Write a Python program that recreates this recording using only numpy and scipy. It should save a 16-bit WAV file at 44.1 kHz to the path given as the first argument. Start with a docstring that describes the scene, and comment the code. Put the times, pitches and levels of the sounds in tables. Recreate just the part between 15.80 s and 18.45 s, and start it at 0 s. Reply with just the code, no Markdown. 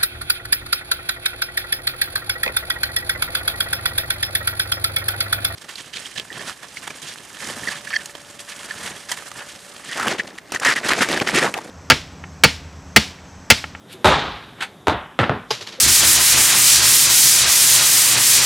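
"""Sanding a steel fender

A sanding block is pushed back and forth over a bare steel fender in a workshop: five short strokes, then longer ones.
Grit is dense random impulses, shaped in bands: bright at full speed, dull and throaty where the hand reverses.
The grit also keeps narrow panel resonances ringing; noise-driven bending modes boom softly around the reversals.
A short dull room tail and a steady low rumble lie behind."""
import sys
import numpy as np
from scipy import signal
from scipy.io import wavfile
from scipy.ndimage import uniform_filter1d

SR = 44100
rng = np.random.default_rng(int(sys.argv[2]) if len(sys.argv) > 2 else 0)


def dump_mix(stems):
    """Bounce the given channels to the path in sys.argv[1] as a 16-bit WAV at rate SR."""
    frames = np.atleast_2d(stems).T  # one column per channel
    limited = np.clip(frames, -1, 1)  # hard clip at full scale
    pcm = np.round(limited * 32767).astype(np.int16)
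    wavfile.write(sys.argv[1], SR, pcm)


N = 116865
T = np.arange(N) / SR
LEFT_RIGHT = np.array([[1], [-1]])   # sign of the side signal in each channel


def from_db(db):
    """Decibels to gain."""
    return 10 ** (np.asarray(db) / 20)


def rms_one(x):
    """Scale to unit rms."""
    return x / np.sqrt(np.mean(x ** 2) + 1e-20)


def at_hz(points, hz):
    """Read a curve of (Hz, value) points on a log-frequency axis."""
    points_hz, values = np.transpose(points)
    return np.interp(np.log(hz), np.log(points_hz), values)


def drift(rate_hz):
    """Slow random wander with unit rms: twice-smoothed noise, drawn at every 40th sample."""
    step = 40
    r = np.exp(-2 * np.pi * rate_hz * step / SR)
    noise = rng.standard_normal(N // step + 2002)
    slow = rms_one(signal.lfilter([1], [1, -2 * r, r * r], noise)[2000:])   # skip the filter's start
    return np.interp(np.arange(N) / step, np.arange(len(slow)), slow)


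def resonate(x, hz, width_hz):
    """One two-pole resonance, unit rms; a narrower one rings longer."""
    r = np.exp(-np.pi * width_hz / SR)
    ringing = signal.lfilter([1, 0, -1], [1, -2 * r * np.cos(2 * np.pi * hz / SR), r * r], x)
    return rms_one(ringing)


def place(mid, side, hz):
    """Mid and side to left and right, with a slight lean that depends on frequency."""
    # lean of the stereo picture: (pitch_hz, left_minus_right_db)
    balance = [(100, .8), (400, .8), (1400, 0), (6500, 0), (9000, -1.2), (12000, 0)]
    return (mid + side * LEFT_RIGHT) * from_db(at_hz(balance, hz) * LEFT_RIGHT / 2)


def bands(sources, edges):
    """Split two unrelated mid/side sources into stereo bands, dealt in turn; yields (centre Hz, band)."""
    # stereo width, as the gain of the side source: (pitch_hz, side_gain_db)
    width = [(60, -46), (250, -26), (700, -10), (1400, -17), (2300, -17), (6000, -13.5), (9000, -12),
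             (11200, -21.5), (13000, -85), (15000, -42)]
    for k, (low, high) in enumerate(zip(edges, edges[1:])):
        band_pass = signal.butter(2, [low, high], "band", fs=SR, output="sos")
        mid, side = signal.sosfilt(band_pass, sources[k % 2])
        hz = np.sqrt(low * high)
        yield hz, place(mid, from_db(at_hz(width, hz)) * side, hz)


def hand():
    """Relative speed of the block and the level in dB that its pressure gives, through all strokes."""
    # strokes, each from one reversal to the next; the hand curves round and never quite stops:
    # (start_s, reversal_speed, top_speed, speed_up_s, slow_down_s, reversal_level_db, early_level_db,
    #  late_level_db); speeds are ratios, top_speed the ceiling of the glide
    strokes = [(-.12, 0.17, 1.08, .06, 0.029, 7, 10, 0), (.06, 0.18, 1.08, 0.046, .06, -0.5, -0.2, 0.5),
               (0.225, 0.12, 1.1, 0.062, .055, 2, 1.8, 1), (0.382, 0.15, 0.87, 0.043, 0.044, 1.3, 0.2, 1.1),
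               (.55, .14, 0.69, 0.043, 0.055, 1.2, 1.4, 1.5), (.73, 0.15, 0.88, 0.053, 0.073, 2.3, 1, 0.5),
               (1.006, 0.12, 1.0, 0.089, 0.036, 0.1, 0.6, -0.6),
               (1.276, .16, 1.35, .075, .16, -.1, -0.3, -0.3),
               (1.65, 0.053, .95, .1, 0.062, -0.5, -0.6, 0.1),
               (1.999, 0.18, 0.8, 0.053, 0.061, 1.5, -0.5, 0),
               (2.36, 0.069, 1.05, 0.076, 0.066, 0.5, -1, -0.5), (2.607, .13, .8, .06, .06, 0.6, .5, 0)]
    last_stroke_s = 0.25
    level_points = np.array([0, 0.14, 0.7])   # reversal, early, late, as shares of the stroke's length

    start, turn, top, rise_s, fall_s, turn_db, early_db, late_db = np.transpose(strokes)
    end = np.append(start[1:], start[-1] + last_stroke_s)
    k = np.searchsorted(start, T) - 1   # the stroke under way at each sample
    speeding_up = np.tanh((T - start[k]) / rise_s[k])
    slowing_down = np.tanh((end[k] - T) / fall_s[k])
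    glide = top[k] * speeding_up * slowing_down
    speed = np.hypot(np.interp(T, start, turn), glide)

    marks_s = start[:, None] + (end - start)[:, None] * level_points
    levels_db = np.column_stack([turn_db, early_db, late_db])
    return speed, np.interp(T, marks_s.ravel(), levels_db.ravel())


def grit(speed):
    """Dense tiny contacts of uneven size, more of them at speed, with a few lone coarse grains that crackle."""
    grains_per_s, grain_spread_db = 30000, 2   # rate at speed 1
    coarse_per_s, coarse_db = 17, 16.5         # rate at speed 1; gain over the rms of the fine grit
    sizes_db = grain_spread_db * np.minimum(rng.exponential(1, N), 4)
    sizes = from_db(sizes_db) * rng.choice([-1, 1], N)
    share = np.clip(grains_per_s * np.sqrt(speed) / SR, .01, 1)   # chance of a contact per sample
    # the root keeps the level even as the density changes
    fine = rms_one(sizes * (rng.random(N) < share) / np.sqrt(share))
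    coarse = rng.random(N) < coarse_per_s * speed / SR
    return fine + from_db(coarse_db) * coarse


def speed_gain(hz, speed):
    """How the rasp at one frequency changes with the block's speed and its travel over the panel."""
    # slower contacts are longer, so they trade treble for lows: (pitch_hz, db_per_halving_of_speed)
    slowing = [(200, -1), (550, 2.5), (1250, 2), (2500, 0.46), (4600, -0.27), (7800, -2), (11400, -3.8),
               (14500, -4.5)]
    # the lows of the sheet follow the hand late: (pitch_hz, lag_s)
    follow_lag = [(300, 0.012), (1500, 0.021), (5000, 0.011), (12000, 0)]
    # bite of the middle treble, which changes as the block travels over the panel: (time_s, level_db)
    bite = [(0, 1.5), (.15, 1), (.3, -1.3), (.55, -0.5), (.66, -3), (.8, -1.5), (.95, 2.8), (1.12, -0.1),
            (1.55, 1.6), (1.8, 0), (2.2, -.5), (2.38, -2), (2.55, 1.4), (2.65, 1.5)]
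    bite_hz, bite_octaves = 5030, 0.42   # centre and spread of the bell

    felt_speed = np.interp(T - at_hz(follow_lag, hz), T, speed)
    bell = np.exp(-.5 * (np.log2(hz / bite_hz) / bite_octaves) ** 2)
    bite_db = np.interp(T, *np.transpose(bite)) * bell
    return from_db(bite_db - at_hz(slowing, hz) * np.log2(felt_speed))


def rasp(speed):
    """The grit as the whole sheet radiates it: each band has its own level and follows the speed."""
    # relative spectrum at speed 1: (pitch_hz, level_db_per_hz)
    spectrum = [(140, -18.5), (243, -16.5), (390, -17), (519, -19), (702, -17.5), (1000, -13), (1400, -11),
                (2000, -7), (3000, -5.5), (4700, -2.5), (7700, 0.6), (10000, -1.5), (12500, -5),
                (15800, -12)]
    rasp_db = -12.5   # rms before the hand's pressure
    sources = [[grit(speed), rng.standard_normal(N)] for _ in range(2)]
    edges = np.append(np.geomspace(140, 5000, 15), np.linspace(6200, 16600, 8))
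    out = 0
    for hz, band in bands(sources, edges):
        out = out + from_db(at_hz(spectrum, hz)) * speed_gain(hz, speed) * band
    return from_db(rasp_db) * rms_one(out)


def panel_ring(speed):
    """The panel's clearest resonances, kept ringing by the grit."""
    # panel resonances, levels before the hand's pressure: (pitch_hz, width_hz, level_db)
    resonances = [(821, 20, -55), (920, 30, -54), (1014, 25, -53), (1220, 35, -50), (1337, 30, -49),
                  (1627, 25, -46), (1868, 18, -45), (1960, 20, -43.5), (2421, 22, -44), (3941, 18, -42),
                  (4733, 32, -39.5), (4857, 55, -39), (5770, 48, -38), (7149, 80, -39), (8157, 43, -41),
                  (9031, 43, -41)]
    contacts = grit(speed)
    ring = 0
    for hz, width_hz, db in resonances:
        ring = ring + from_db(db) * resonate(contacts * speed_gain(hz, speed), hz, width_hz)
    return ring


def shaken_mode(hz, width_hz):
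    """A mode kept ringing by uneven friction: noise through two resonances, mid level partly evened out; stereo."""
    side_db = -21.5

    def ringing():
        first_pass = resonate(rng.standard_normal(2 * N), hz, width_hz)
        return resonate(first_pass, hz, 2 * width_hz)

    mid, side = ringing(), ringing()
    mid = mid / np.sqrt(uniform_filter1d(mid ** 2, size=2600) + 0.085)
    return place(mid[N:], from_db(side_db) * side[N:], hz)   # the first half is run-in


def panel_boom():
    """Low bending modes swell as the block drags the panel around its reversals."""
    # swells: (centre_s, lowest_mode_db, second_mode_db, upper_modes_db)
    flexes = [(.08, -30.5, -37, -32.5), (.26, -35, -37, -36), (.39, -37, -38.5, -38),
              (.58, -33.5, -36.5, -36.5), (.79, -42, -42, -38), (.975, -38, -44, -49),
              (1.06, -43, -38.5, -44), (1.29, -45, -40, -38.5), (1.48, -57, -40, -48),
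              (1.65, -36, -38, -51), (2.0, -50, -36, -48), (2.36, -45, -32.5, -36), (2.6, -44, -40, -38)]
    # two lowest bending modes: (pitch_hz, first_pass_width_hz, mid_stroke_level_db)
    low_modes = [(67.7, 13, -55), (123.6, 10.3, -42.5)]
    # upper bending modes: (pitch_hz, first_pass_width_hz, share_db)
    upper_modes = [(101, 19, -4), (153, 32, -5), (192, 36, -1.5), (240, 19, 1), (312, 20, -0.5),
                   (333.7, 5.1, -2), (390, 45, -3)]
    flex_s = 0.045   # standard deviation of one bell-shaped swell

    swells = np.zeros((3, N))
    for centre_s, *levels_db in flexes:
        bell = np.exp(-.5 * ((T - centre_s) / flex_s) ** 2)
        swells += from_db(levels_db)[:, None] * bell
    low = 0
    for (hz, width_hz, rest_db), swell in zip(low_modes, swells):
        low = low + shaken_mode(hz, width_hz) * np.hypot(swell, from_db(rest_db))
    upper = sum(from_db(db) * shaken_mode(hz, width_hz) for hz, width_hz, db in upper_modes)
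    return low + swells[2] * rms_one(upper)


def workshop(x):
    """A short, dull tail from the cluttered room: convolution with decaying noise, alike in both channels."""
    t60_s, room_db, dull_hz = 0.17, -12.5, 5000
    t = T[:SR // 2]
    tail = rng.standard_normal(len(t)) * from_db(-60 * t / t60_s) * (t > .003)   # starts after 3 ms
    low_pass = signal.butter(2, dull_hz, fs=SR, output="sos")
    tail = signal.sosfilt(low_pass, tail / np.linalg.norm(tail))
    return from_db(room_db) * signal.fftconvolve(x, tail[None], axes=1)[:, :N]


def shop_rumble():
    """Steady low background of the shop: noise shaped in bands."""
    # relative spectrum of the rumble: (pitch_hz, level_db_per_hz)
    floor = [(25, -5), (45, -2), (65, -7), (100, 7), (200, -0.5), (600, -7), (16000, -52)]
    floor_db = -42
    edges = np.geomspace(22, 16000, 14)
    sources = rng.standard_normal((2, 2, N))
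    rumble = sum(from_db(at_hz(floor, hz)) * band for hz, band in bands(sources, edges))
    return from_db(floor_db) * rms_one(rumble)


def scene():
    """Sanding, the panel and the room; the pressure level flutters because the paper grips unevenly."""
    flutter_db, flutter_hz = 0.46, 27   # rms depth, and bandwidth of the wander
    speed, pressure_db = hand()
    level_db = pressure_db + flutter_db * drift(flutter_hz)
    sanding = (rasp(speed) + panel_ring(speed)) * from_db(level_db)
    return sanding + workshop(sanding) + panel_boom() + shop_rumble()


def record(dry):
    """The top is cut steeply by an elliptic low-pass."""
    cutoff_hz = 15900
    return signal.sosfilt(signal.ellip(12, .1, 80, cutoff_hz, fs=SR, output="sos"), dry)


dry = scene()
out = record(dry)
dump_mix(out)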